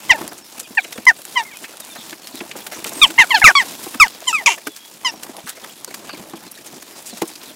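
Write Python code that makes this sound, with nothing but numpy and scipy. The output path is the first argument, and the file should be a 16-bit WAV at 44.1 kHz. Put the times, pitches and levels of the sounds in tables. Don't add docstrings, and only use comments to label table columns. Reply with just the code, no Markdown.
import sys
import numpy as np
from scipy import signal
from scipy.io import wavfile
from scipy.ndimage import uniform_filter1d

SR = 44100
rng = np.random.default_rng(int(sys.argv[2]) if len(sys.argv) > 2 else 0)


def elevation(decibels):
    levels = np.asarray(decibels, float)
    return 10 ** (levels / 20)


def to_wav(s):
    ch = np.atleast_2d(s).T
    pcm = np.round(np.clip(ch, -1, 1) * 32767)
    wavfile.write(sys.argv[1], SR, pcm.astype(np.int16))


N = 332955
T = np.arange(N) / SR


def band(x, hz, width):
    hz, width = min(hz, SR / 2.5), min(width, SR / 3)
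    return signal.lfilter(*signal.iirpeak(hz, hz / width, fs=SR), x)


def unit(x):
    return x / np.sqrt(np.mean(x ** 2))


def walk(rate, size=N):
    k = max(int(SR / rate), 17)
    levels = rng.standard_normal(size // 16)[:size // k + 1]
    held = np.repeat(levels, k)
    return 1.39 * uniform_filter1d(uniform_filter1d(held, k), k)[:size]


def read(rows):
    s, *columns = np.transpose(rows)
    i = int(s[0] * SR)
    t = T[i:i + int((s[-1] - s[0]) * SR)]
    return i, [np.interp(t, s, c) for c in columns]


def add(out, i, x):
    x = x[:max(N - i, 0)]
    out[i:i + len(x)] += x


# start t/s, length t/s, first pitch f/Hz, last pitch f/Hz, level/dB
CALLS_MADE = [(0.092, 0.049, 1060, 617, -5.5), (0.137, 0.045, 970, 755, -32), (0.771, 0.031, 965, 680, -7),
              (1.066, 0.053, 1025, 645, -4.5), (1.355, 0.077, 1085, 837, -13.5),
              (3.0145, 0.054, 1232, 747, -3.5), (3.178, 0.031, 960, 848, -18),
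              (3.184, 0.064, 1075, 642, -3), (3.304, 0.045, 1137, 775, -19), (3.338, 0.052, 958, 652, -9.5),
              (3.416, 0.04, 977, 633, -15.5), (3.4402, .078, 1435, 670, 3.5), (3.474, .043, 1202, 960, -21),
              (3.551, 0.088, 1154, 668, -10.5), (3.998, 0.075, 1353, 698, -0.5),
              (4.268, 0.057, 1051, 800, -30), (4.327, 0.099, 1336, 857, -14), (4.46, 0.037, 1270, 802, -7),
              (5.046, 0.065, 1092, 864, -23)]
# sag of the pitch [1 even, more = late], loudest at [share 0-1],
# 1st, 3rd and upper partials level/dB against the 2nd
POSTURE = [(1.764, 0.51, -1, -5, -11), (0.96, 0.26, 9, -1, -32), (1, 0.37, -12.5, -4.5, -21.5),
           (2.7, 0.59, -4, -17, -21.5), (0.74, 0.42, 8, 2, -7), (1.73, 0.47, -1.5, 8.5, -20),
           (1.6, 0.95, 5.5, 3, -20), (1.69, 0.67, -9, -7.5, -21.5), (0.88, 0.49, 0.5, 1.5, -13.5),
           (0.95, 0.22, 0.5, -6.5, -6), (0.49, 0.3, -3.5, -21, -41), (.75, 0.34, -5.5, -23, -16),
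           (4.4, 0.43, 9, -15, -25), (2, 0.05, -1.5, -1.5, -8), (1.05, 0.25, -1.5, -15.5, -11),
           (1.82, 0.36, 13, 15, 6.5), (1.13, 0.33, -8, -15, -17), (1.1, 0.15, -14.5, -6.5, -29),
           (0.73, 0.32, 3.5, 7, -3)]
# swell from onset to loudest level/dB, voice breaks at [share 0-1]
DELIVERY = [(20.5, 0.51), (13, 0.9), (10.5, 0.78), (5, 0.61), (29.5, 0.34), (8.5, 0.47), (2.5, 0.5),
            (5.5, 0.64), (-1, 1), (19.5, 0.6), (-8.5, 0.97), (1.5, 0.32), (-17, 1), (2, 0.86), (5.5, 0.47),
            (17, 0.7), (2, 0.4), (-26.5, 0.7), (4, 1)]
# resonance f/Hz, its lift level/dB, muffled above f/Hz,
# late growth of the 1st partial level/dB
GAPE = [(4420, -2, 5800, -2.5), (5000, 6, 6000, -4), (3500, -2, 4300, 4), (5900, 3, 9500, -4.5),
        (5600, 0, 8300, -13), (5130, 8, 8600, -2.5), (5000, 1.5, 8000, 0), (5900, 1, 11000, -3),
        (4300, 5, 11000, 6.5), (5540, -13, 5600, -2.5), (4500, -5.5, 5850, -8), (5590, 10, 7700, -5.5),
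        (5000, 9.5, 7000, -4), (4600, 5.5, 8400, -0.5), (5540, 3, 9600, -6), (7200, 11, 10700, -1),
        (7600, 3, 9100, -10), (6760, 2, 9800, 22), (5300, 14.5, 10000, -4)]
# extra drop of the overtones level/dB, extra hoarseness level/dB,
# late growth of the 3rd partial level/dB
CRACK = [(1.5, 3, 21.5), (0, -4, 2), (10.5, -8, 26.5), (-3.5, -3, -4), (3, 6, -17), (9.5, 6, 9),
         (-5, 2, 11), (3, 6, 2.5), (0, -1, 7), (-4, -1, 13), (-2, -6.5, 0), (-1, 7.5, 15), (-4, 4, 2),
         (-1, 7, -1.5), (5, 6.5, 11), (-13, -1, 0), (1.5, -2, 6), (9, 3, 16.5), (2, 11.5, 7)]
# line between 2nd and 3rd partial, level/dB against the 2nd
HALF_DB = [-6, -20, -17, -11, -2.5, -7.5, -17, -8.5, -18, -11, -11, -6, -21.5, -4, -12, -12, -16, 7, -14]
HOARSE_DB, TAIL_HOARSE_DB = -32, -7
WOBBLE, ONSET_S = 0.0089, 0.0025


def calls():
    out, drift, shake = np.zeros(N), walk(250), walk(1100)
    shake = shake - uniform_filter1d(shake, SR // 150)
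    settings = zip(CALLS_MADE, POSTURE, DELIVERY, GAPE, CRACK, HALF_DB)
    for (s, *call), posture, delivery, gape, crack, half_db in settings:
        *beak, low_growth_db = gape
        crack_db, rough_db, third_growth_db = crack
        i = int(s * SR)
        hz, db, late = breath(*call, *posture, *delivery, crack_db)
        size = len(hz)
        span = slice(i, i + size)
        hz = uniform_filter1d(hz, SR // 120, mode="nearest")
        phase = 2 * np.pi * np.cumsum(hz * (1 + WOBBLE * drift[span])) / SR
        patchy = np.array([walk(102.0, size=SR // 7)[:size] for _ in range(10)])
        growth = np.linspace(-.5, 1, size)
        db[0] = db[0] + low_growth_db * growth
        db[2] = db[2] + third_growth_db * growth
        voice = sum(elevation(db[k] + 2.4 * patchy[k]) * np.cos((k + 1) * phase + 0.29 * k) for k in range(3))
        voice += elevation(db[3] - 6.0) * upper_partials(hz, phase, late, shake[span], patchy[3:], *beak)
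        voice += elevation(db[1] + half_db) * late * np.cos(5 * phase / 2)
        hoarse_db = rough_db + HOARSE_DB + (TAIL_HOARSE_DB - HOARSE_DB) * late
        hoarse = elevation(hoarse_db) * shake[span]
        opening = np.clip(T[:size] / ONSET_S, 0, 1) ** 2
        add(out, i, np.sqrt(2) * voice * (1 + hoarse) * opening * opening[::-1])
    return out


# f/Hz, level/dB
WINDPIPE = [(600, 1), (900, -5), (1300, -1), (1650, -4), (2000, 5), (2500, -4), (3200, 1.5), (3900, -14.5)]
FADE_DB = [
    13.4,
    20,
    32.4,
    30.4,
]
FADE_POWER = 1.5
BREAK_DB, BREAK_S = 6, 0.0042
BRIGHT_SWELL, BROKEN_ROUGH = 1.6, .45


def breath(length, first_hz, last_hz, level_db, sag, loudest, low_db, third_db, upper_db,
           swell_db, breaks, crack_db):
    done = np.linspace(0, 1, int(length * SR))
    hz = first_hz + (last_hz - first_hz) * done ** sag
    loudest = np.clip(loudest, .03, .9)
    swell = swell_db * np.clip(1 - done / loudest, 0, 1) ** 2
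    broken = (1 + np.tanh((done - breaks) * length / BREAK_S)) / 2
    fade = np.clip((done - loudest) / (1 - loudest), 0, 1) ** FADE_POWER
    balance = (low_db, 0, third_db, upper_db)
    db = [level_db + g - swell - BREAK_DB * broken - f * fade for g, f in zip(balance, FADE_DB)]
    db = db[:1] + [d - crack_db * broken for d in db[1:]]
    for k in range(3):
        db[k] = db[k] + np.interp((k + 1) * hz, *np.transpose(WINDPIPE))
    db[3] = db[3] - (BRIGHT_SWELL - 1) * swell
    return hz, db, np.maximum(done ** 3, BROKEN_ROUGH * broken)


# f/Hz, level/dB
BEAK = [(2500, 19), (3500, 5), (4200, -1), (5500, 0.5), (7300, -4.5), (9500, -10), (14000, 7)]
GAPE_WIDTH_HZ, MUFFLE_DB_PER_KHZ = 490, 10


def upper_partials(hz, phase, late, shake, patchy, gape_hz, lift_db, dull_hz):
    upper = np.arange(4, 15)[:, None]
    partial_hz = upper * hz
    lift = lift_db * np.exp(-((partial_hz - gape_hz) / GAPE_WIDTH_HZ) ** 2)
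    gape_db = lift - MUFFLE_DB_PER_KHZ * np.maximum(partial_hz - dull_hz, 0) / 1e3
    colour_db = np.interp(partial_hz, *np.transpose(BEAK))
    tops = elevation(colour_db + gape_db + 4.9 * np.resize(patchy, gape_db.shape))
    start = 2 * np.pi * np.resize(rng.random(7), upper.shape)
    blur = start + 0.3 * upper * (late + .1) * shake[::-1]
    return np.sum(tops * np.cos(upper * phase + blur), axis=0)


# t/s, pulse rate f/Hz, level/dB
CROAK = [
    (4.4602, 651, -23),
    (4.466, 613.7, -16),
    (4.495, 421, -17.5),
    (4.52, 344, -20.5),
    (4.541, 298, -26),
    (4.556, 286, -36),
]
# f/Hz, width f/Hz, level/dB
THROAT = [(416, 75, -10), (920, 390, -2.5), (2370, 400, 4), (2760, 310, 4), (5270, 710, -14),
          (6900, 740, -7.5), (10080, 900, -15)]
RASP_DB, RASP_FADE_DB_S = -14, 280


def croak():
    out = np.zeros(N)
    i, (hz, db) = read(CROAK)
    size = len(hz)
    rasp_db = RASP_DB - RASP_FADE_DB_S * T[:size]
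    cycles = np.cumsum(hz * (1 + 0.028 * walk(300)[:size])) / SR
    pulses = np.diff(np.floor(cycles), prepend=0) * elevation(2.7 * walk(350)[:size])
    ring = sum(elevation(g) * band(band(pulses, f, w), f, 2 * w) for f, w, g in THROAT)
    air = band(band(rng.standard_normal(SR // 5), 6220, 2500), 6220, 2500)
    air = band(air, 5700, 4000)[:size]
    puffs = air * np.exp(-(cycles % 1) / 0.49)
    add(out, i, elevation(db) * unit(ring) + elevation(rasp_db) * unit(puffs))
    return out


# t/s, peak level/dB, ring f/Hz, broad crunch level/dB against the ring
PECKS = [(0.2135, -22.5, 1310, 5), (0.844, -25, 2310, -13), (.925, -21.5, 2780, 8), (0.977, -19.5, 1820, 2),
         (1.641, -23, 1980, -14), (1.801, -22, 9170, 1.5), (2.127, -22, 1870, -7),
         (2.2747, -26.5, 4300, 13.5), (2.405, -22.5, 2150, -30), (2.5128, -19, 2500, -37.5),
         (2.666, -17, 1360, 12), (2.8442, -17.5, 2280, -23), (2.932, -22.5, 8000, -14.5),
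         (3.104, -20, 1345, 8), (3.944, -20, 1400, -1), (4.58, -26, 1560, -1), (4.6696, -15, 1540, 2.5),
         (5.232, -20, 5600, 27.5), (5.643, -23, 1254, 0), (5.9421, -18, 1720, 14), (6.093, -20, 1420, -17),
         (6.333, -30, 1200, -25), (6.514, -26, 11000, -24.5), (6.823, -25.5, 1400, 13.5),
         (7.218, -14.5, 2550, 9), (7.3552, -23.5, 4730, 1.5)]
# t/s, peak level/dB, ring f/Hz,
# broad swish level/dB against the ring, time to fall 60 dB t/s
SLAPS = [(0.376, -30, 7260, -18.5, 0.062), (0.5955, -15.5, 7440, 4.5, 0.043),
         (1.9533, -27, 1423, 1.5, 0.071), (2.563, -25, 6220, 19, 0.067), (2.717, -20.5, 1810, 6.5, 0.1),
         (2.8637, -17.5, 6330, 13, 0.069), (4.76, -25, 6100, 12, 0.055), (5.47, -21.5, 1524, 4, 0.092),
         (5.49, -17, 8040, 13, 0.046), (6.661, -30, 8600, 2, 0.042), (7.0582, -25, 7750, 1.5, 0.11),
         (7.275, -24, 8300, -9.5, 0.045)]
# t/s, peak level/dB, ring f/Hz
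SNAPS = [(0.1594, -19.5, 10300), (0.2789, -9, 8770), (0.3327, -20, 8460), (0.752, -22.5, 10640),
         (1.0543, -12.5, 8000), (1.219, -19, 10700), (1.253, -12, 8000), (1.5713, -15, 8970),
         (1.7, -27.5, 6710), (1.7714, -18, 8410), (1.8497, -18.5, 8490), (1.9, -23.5, 3640),
         (2.0963, -17, 3840), (2.109, -16, 3670), (2.2726, -14, 4200), (2.356, -16, 9700),
         (2.794, -22.5, 9070), (2.8443, -7, 6100), (2.8943, -11.5, 11550), (4.082, -12, 3530),
         (4.205, -16, 6900), (4.243, -20, 3110), (5.3676, -20, 3950), (5.461, -25, 3700),
         (5.8468, -6.5, 6600), (5.997, -28.5, 3660), (6.2984, -21, 10600), (7.1656, -38, 6180),
         (7.1836, -21.5, 9800), (7.432, -21.5, 5300)]
PECK_T60_S, SNAP_T60_S, SNAP_CRUNCH_DB = 0.03, .009, 6


def ticks():
    out, t = np.zeros(N), T[:SR // 10]
    rows = [(*r, PECK_T60_S) for r in PECKS] + SLAPS
    rows += [(s, db - 7.0, hz, SNAP_CRUNCH_DB, SNAP_T60_S) for s, db, hz in SNAPS]
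    chance = rng.standard_normal((len(rows), len(t)))
    grit = elevation(2.5 * walk(900))
    for (s, db, hz, crunch_db, t60), noise in zip(rows, chance):
        ring = unit(band(band(noise, hz, 0.45 * hz), hz, 3.2 * hz))
        crunch = elevation(crunch_db) * band(noise, 4000, 11300)
        rise = 1 - np.exp(-t / (6.3 * t60 ** 2))
        shape = rise * elevation(-60 * t / np.clip(t60, .004, .2))
        shape = shape + 0.11 * np.exp(-t / 0.00082)
        tick = (ring + crunch) * shape * grit[:len(t)]
        add(out, int((s - .001) * SR), elevation(db + 3.0) * tick / np.abs(tick).max())
    return out


# t/s, peak level/dB, pitch f/Hz
KNOCKS = [(0.21, -21, 352), (0.705, -29.5, 258), (0.982, -21.5, 232), (1.986, -33, 230), (2.126, -31, 334),
          (2.341, -27.5, 266), (2.41, -22, 326), (2.554, -23.5, 385), (2.859, -21.5, 440),
          (2.965, -28.5, 279), (3.096, -35, 318), (3.865, -21, 347), (3.949, -25, 257), (4.221, -28, 640),
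          (4.669, -23, 313), (5.139, -27.5, 326), (5.293, -25.5, 269), (5.632, -31, 227), (6.135, -24, 318),
          (6.2, -28, 224), (6.335, -22.5, 324), (6.732, -32, 268), (7.129, -27, 233), (7.219, -10.5, 349),
          (0.32, -28, 685), (0.606, -34.5, 504), (0.85, -28.5, 666), (0.959, -30, 500), (1.189, -34, 543),
        (1.737, -34, 635), (1.802, -36, 640), (1.884, -37, 620), (1.959, -29, 720), (2.434, -31, 645),
        (2.721, -27, 694), (2.918, -26, 750), (4.411, -27, 920), (4.576, -32.5, 650), (5.034, -31.5, 960),
        (5.383, -27.5, 850), (5.573, -32.5, 616), (5.878, -29.5, 475), (5.907, -29.5, 720),
        (7.509, -36.5, 650)]
# ratio to the pitch [1], time to fall 60 dB t/s, level/dB
BOARD = [(1.003, 0.038, 7.5), (1.35, 0.08, -9.5), (2.2, 0.0086, 6.5), (3, 0.028, -9.5)]


def knocks():
    out, t = np.zeros(N), T[:SR // 8]
    rows = KNOCKS
    chance = rng.standard_normal((len(rows), len(t)))
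    for (s, db, hz), scuff in zip(rows, chance):
        faster = max(hz / 330, 1)
        ring = sum(elevation(g - 60 * t / t60 * faster) * np.sin(2 * np.pi * hz * r * t) for r, t60, g in BOARD)
        blow = (1 + 30 * scuff) * (1 - np.exp(-t / 0.0022)) * np.exp(-t / 0.0086)
        thud = band(signal.fftconvolve(ring, blow)[:len(t)], 2.33 * hz, 6.1 * hz)
        add(out, int((s - .002) * SR), elevation(db + 1.5) * thud / np.abs(thud).max())
    return signal.lfilter(*signal.butter(2, 135, "high", fs=SR), out)


# t/s, peak level/dB, ring f/Hz
PIPS = [(0.851, -32, 4010), (0.9582, -33, 1834), (1.0345, -39.5, 2040), (1.4344, -22, 5700),
        (1.6493, -18, 2500), (1.7044, -41, 4790), (2.371, -18, 3880), (2.6143, -24.5, 3360),
        (5.2944, -21.5, 1850), (5.3902, -25.5, 3410), (5.5694, -22.5, 2200), (5.6391, -21, 3500),
        (5.695, -22, 3200), (5.7078, -27.5, 3180), (5.7234, -25, 7300), (5.7758, -45, 4800),
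        (5.877, -22, 4400), (5.9075, -22, 2220), (5.9963, -33, 3680), (6.1315, -23.5, 4360),
        (6.145, -22, 2290), (6.1742, -29, 3540), (6.2244, -33, 6480), (6.3078, -28, 3430),
        (6.3648, -27, 3270), (6.4637, -38, 4700), (6.4784, -25, 4120), (6.5534, -21.5, 4010),
        (6.5753, -22, 1826), (6.5874, -27, 2500), (6.6734, -21.5, 6380), (6.7346, -38, 3370),
        (3.296, -16, 11760), (3.4092, -22.5, 9400), (4.331, -13.5, 7800), (4.3335, -15.5, 7800),
         (4.347, -14, 7500), (4.99, -40, 8940), (5.1332, -28.5, 12200), (5.366, -20.5, 10250),
         (5.464, -21.5, 8400), (5.49, -23, 7800), (5.5044, -35, 10300), (.958, -23, 8200),
         (0.92, -22, 10600), (1.1745, -23, 8100), (6.8103, -25, 6680), (2.7457, -18, 6400),
         (.7605, -26, 8200), (.29, -22.5, 5100)]
PIP_T60_S, PIP_WIDTH = 0.061, 0.093
PIP_DB, PIP_CRUNCH_DB = -7, 1.5


def pips():
    out, t = np.zeros(N), T[:SR // 20]
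    rows = PIPS
    chance = rng.standard_normal((len(rows), len(t)))
    for (s, db, hz), noise in zip(rows, chance):
        width = PIP_WIDTH * hz
        ring = unit(band(band(noise, hz, width), hz, 3 * width))
        crunch = elevation(PIP_CRUNCH_DB) * band(noise, 5000, 9000)
        pip = (ring + crunch) * (1 - np.exp(-t / 0.00058)) * elevation(-60 * t / PIP_T60_S)
        add(out, int((s - .001) * SR), elevation(db + PIP_DB) * pip / np.abs(pip).max())
    return out


# t/s, level/dB
BUSTLE = [(0.0, -42), (.23, -30.5), (.44, -46.5), (1.11, -44), (2.06, -45.5), (2.63, -40), (2.92, -34),
          (3.26, -40.5), (3.43, -38), (3.66, -38), (4.08, -43), (4.44, -45.5), (4.8, -52), (5.23, -40),
          (5.7, -46), (6.1, -40), (6.6, -44), (7.19, -42.5)]
# t/s, level/dB
RUSTLE = [(0.0, -40.5), (0.23, -36.5), (0.38, -43), (1.7, -41), (2.35, -42), (2.69, -42.5), (2.92, -36.5),
          (3.26, -35), (3.43, -30), (3.59, -34.5), (4.27, -42.5), (4.46, -40.5), (4.86, -44), (5.47, -43),
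          (5.82, -45), (6.75, -45), (7.17, -38.5), (7.55, -42.5)]
# f/Hz, level/dB per Hz
GARDEN = [(30, -67), (270, 9.5), (481, -8), (771, 2.5), (1600, -18), (1880, -8), (8570, -10.5),
          (15600, -15.5)]
SHUFFLE_DB, RUSTLE_DB = -2.5, 0.5
WOOD_TOP_HZ = 1500


def bustle():
    _, (busy_db,) = read(BUSTLE + [(N / SR + 1, *BUSTLE[-1][1:])])
    _, (rustle_db,) = read(RUSTLE + [(N / SR + 1, *RUSTLE[-1][1:])])
    wood, seed, stir, wide = 0, 0, walk(25), grains()
    colour_hz, colour_db = np.transpose(GARDEN)
    for hz in 40 * 2 ** np.arange(0, 8.9, .5):
        db = np.interp(np.log(hz), np.log(colour_hz), colour_db)
        grit = 1 + 0.93 * wide + 0.92 * grains()
        flicker_db = 1.5 * stir + 1.9 * walk(25)
        noise = elevation(db + flicker_db) * band(rng.standard_normal(N) * grit, hz, hz / 3)
        share = 1 / (1 + (hz / WOOD_TOP_HZ) ** 2)
        wood = wood + share * noise
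        seed = seed + (1 - share) * noise
    return elevation(busy_db + SHUFFLE_DB) * unit(wood) + elevation(rustle_db + RUSTLE_DB) * unit(seed)


GRAINS_PER_S, GRAIN_DB = 160, 0.5


def grains():
    kicks, count = np.full(N, 1e-9), int(GRAINS_PER_S * N / SR)
    when, size = rng.random((N // 100, 2))[:count].T
    kicks[(when * N).astype(int)] = elevation(np.minimum(-GRAIN_DB * np.log(1 - size), 14))
    return unit(signal.lfilter([1], [1, -np.exp(-1 / (0.0027 * SR))], kicks))


# start t/s, end t/s, first f/Hz, last f/Hz, level/dB
SQUAWKS = [(6.055, 6.165, 2700, 2800, -44), (6.07, 6.16, 4750, 4400, -43), (.785, .835, 4400, 3200, -41),
           (1.97, 2.04, 3700, 3400, -42), (2.3, 2.42, 4600, 3300, -47.5), (1.5, 1.59, 3300, 3000, -49),
           (.63, .69, 3600, 2600, -48), (7.44, 7.54, 4300, 2900, -46), (6.42, 6.49, 5300, 3500, -57),
           (6.65, 6.7, 2900, 1600, -57), (5.5, 5.54, 3900, 3500, -45), (5.33, 5.41, 990, 615, -42)]
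SQUAWK_SPREAD_HZ = 450


def squawks():
    out, rough = np.zeros(N), unit(walk(SQUAWK_SPREAD_HZ * 2))
    for s, end, first_hz, last_hz, db in SQUAWKS:
        size = int((end - s) * SR)
        phase = 2 * np.pi * np.cumsum(np.linspace(first_hz, last_hz, size)) / SR
        add(out, int(s * SR), elevation(db + 3.5) * signal.windows.tukey(size, .6) * np.sin(phase))
    return out * rough


# start t/s, end
# t/s, first f/Hz, last f/Hz, level/dB
WHISTLES = [(.41, 0.465, 5540, 5200, -55), (0.634, 0.668, 2560, 2420, -51), (1.448, 1.474, 2050, 2250, -45),
            (1.464, 1.5, 2230, 1950, -47.5), (1.483, 1.537, 2200, 1500, -52.5),
            (2.228, 2.27, 4400, 4300, -49), (2.704, 2.783, 5500, 5900, -49), (.462, .492, 5900, 5600, -56),
            (6.933, 6.98, 5000, 4700, -58), (1.86, 1.923, 2560, 2300, -54), (1.896, 1.948, 3750, 3400, -48),
            (1.963, 2.007, 5850, 8500, -49), (2, 2.1, 5450, 5330, -67), (2.917, 3.095, 8730, 7600, -42),
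            (3.422, 3.438, 2250, 2000, -17.5), (4.638, 4.765, 3620, 3300, -52.5),
            (4.777, 4.9, 3230, 3400, -54.5), (5.13, 5.2, 5850, 5300, -56), (0.836, .915, 4000, 3800, -57),
            (.93, 0.977, 4100, 3100, -53), (.628, .652, 5150, 4600, -51), (.828, .855, 6000, 5900, -53),
            (.858, 0.893, 6000, 5150, -57), (1.505, 1.555, 2500, 2050, -48),
            (1.543, 1.584, 2600, 2400, -50), (1.813, 1.843, 3850, 3550, -49),
            (1.96, 1.996, 3900, 4500, -50), (.127, 0.14, 5600, 5100, -41), (0.11, 0.166, 730, 545, -37.5),
            (3.483, 3.513, 400, 1100, -26.5), (3.076, 3.135, 270, 360, -42),
            (5.437, 5.468, 100, 307, -46.5), (4.47, 4.497, 950, 950, -23), (4.39, 4.445, 970, 580, -43.5),
            (7.077, 7.15, 5150, 3600, -51)]
STEADY_BELOW_HZ = 1500


def whistles():
    out, flutter = np.zeros(N), elevation(2.2 * walk(230) - 1)
    for s, end, first_hz, last_hz, db in WHISTLES + chatter():
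        i, size = int(s * SR), int((end - s) * SR)
        tremble = 1 + 0.012 * np.sin(2 * np.pi * 40 * T[:size])
        hz = np.linspace(first_hz, last_hz, size) * tremble
        level = elevation(db + 9.5) * signal.windows.tukey(size, .45)
        if first_hz > STEADY_BELOW_HZ and end < N / SR:
            level = level * flutter[i:][:size]
        add(out, i, level * np.sin(2 * np.pi * np.cumsum(hz) / SR))
    return out


CHATTER_COUNT, CHATTER_DB = 60, -66


def chatter():
    s, length, pitch, glide, loud = rng.random((CHATTER_COUNT, 5)).T
    start = s * N / SR
    end = start + 0.03 + 0.05 * length
    hz = 2300 * 2 ** (1.4 * pitch)
    return list(zip(start, end, hz, hz * (0.86 + 0.17 * glide), CHATTER_DB + 6 * loud))


BOUNCE_S, BOUNCE_DB = .0055, -12
NEARBY_DB, NEARBY_T60_S = -21.5, 0.059


def scene():
    voices = calls() + croak()
    echo = elevation(BOUNCE_DB) * np.roll(voices, int(BOUNCE_S * SR))
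    near = voices + echo + ticks() + knocks()
    t = T[:SR // 10]
    scatter = rng.standard_normal(len(t)) * elevation(-60 * t / NEARBY_T60_S) * (t > .002)
    wet = signal.fftconvolve(near, scatter / np.linalg.norm(scatter))[:N]
    return (near + elevation(NEARBY_DB) * wet + whistles() + bustle() + squawks() + pips())[None]


def roll_off(x):
    return signal.sosfilt(signal.butter(12, 15790, fs=SR, output="sos"), x)


CEILING, FULL_SCALE = 1.16, .985


def record(dry):
    x = np.clip(dry, -CEILING, CEILING)
    x = signal.sosfilt(signal.butter(2, 28, "high", fs=SR, output="sos"), x)
    x = signal.sosfilt(signal.ellip(10, .2, 70, 15790, fs=SR, output="sos"), x)
    return roll_off(np.clip(x, -FULL_SCALE, FULL_SCALE))


dry = scene()
out = record(dry)
to_wav(out)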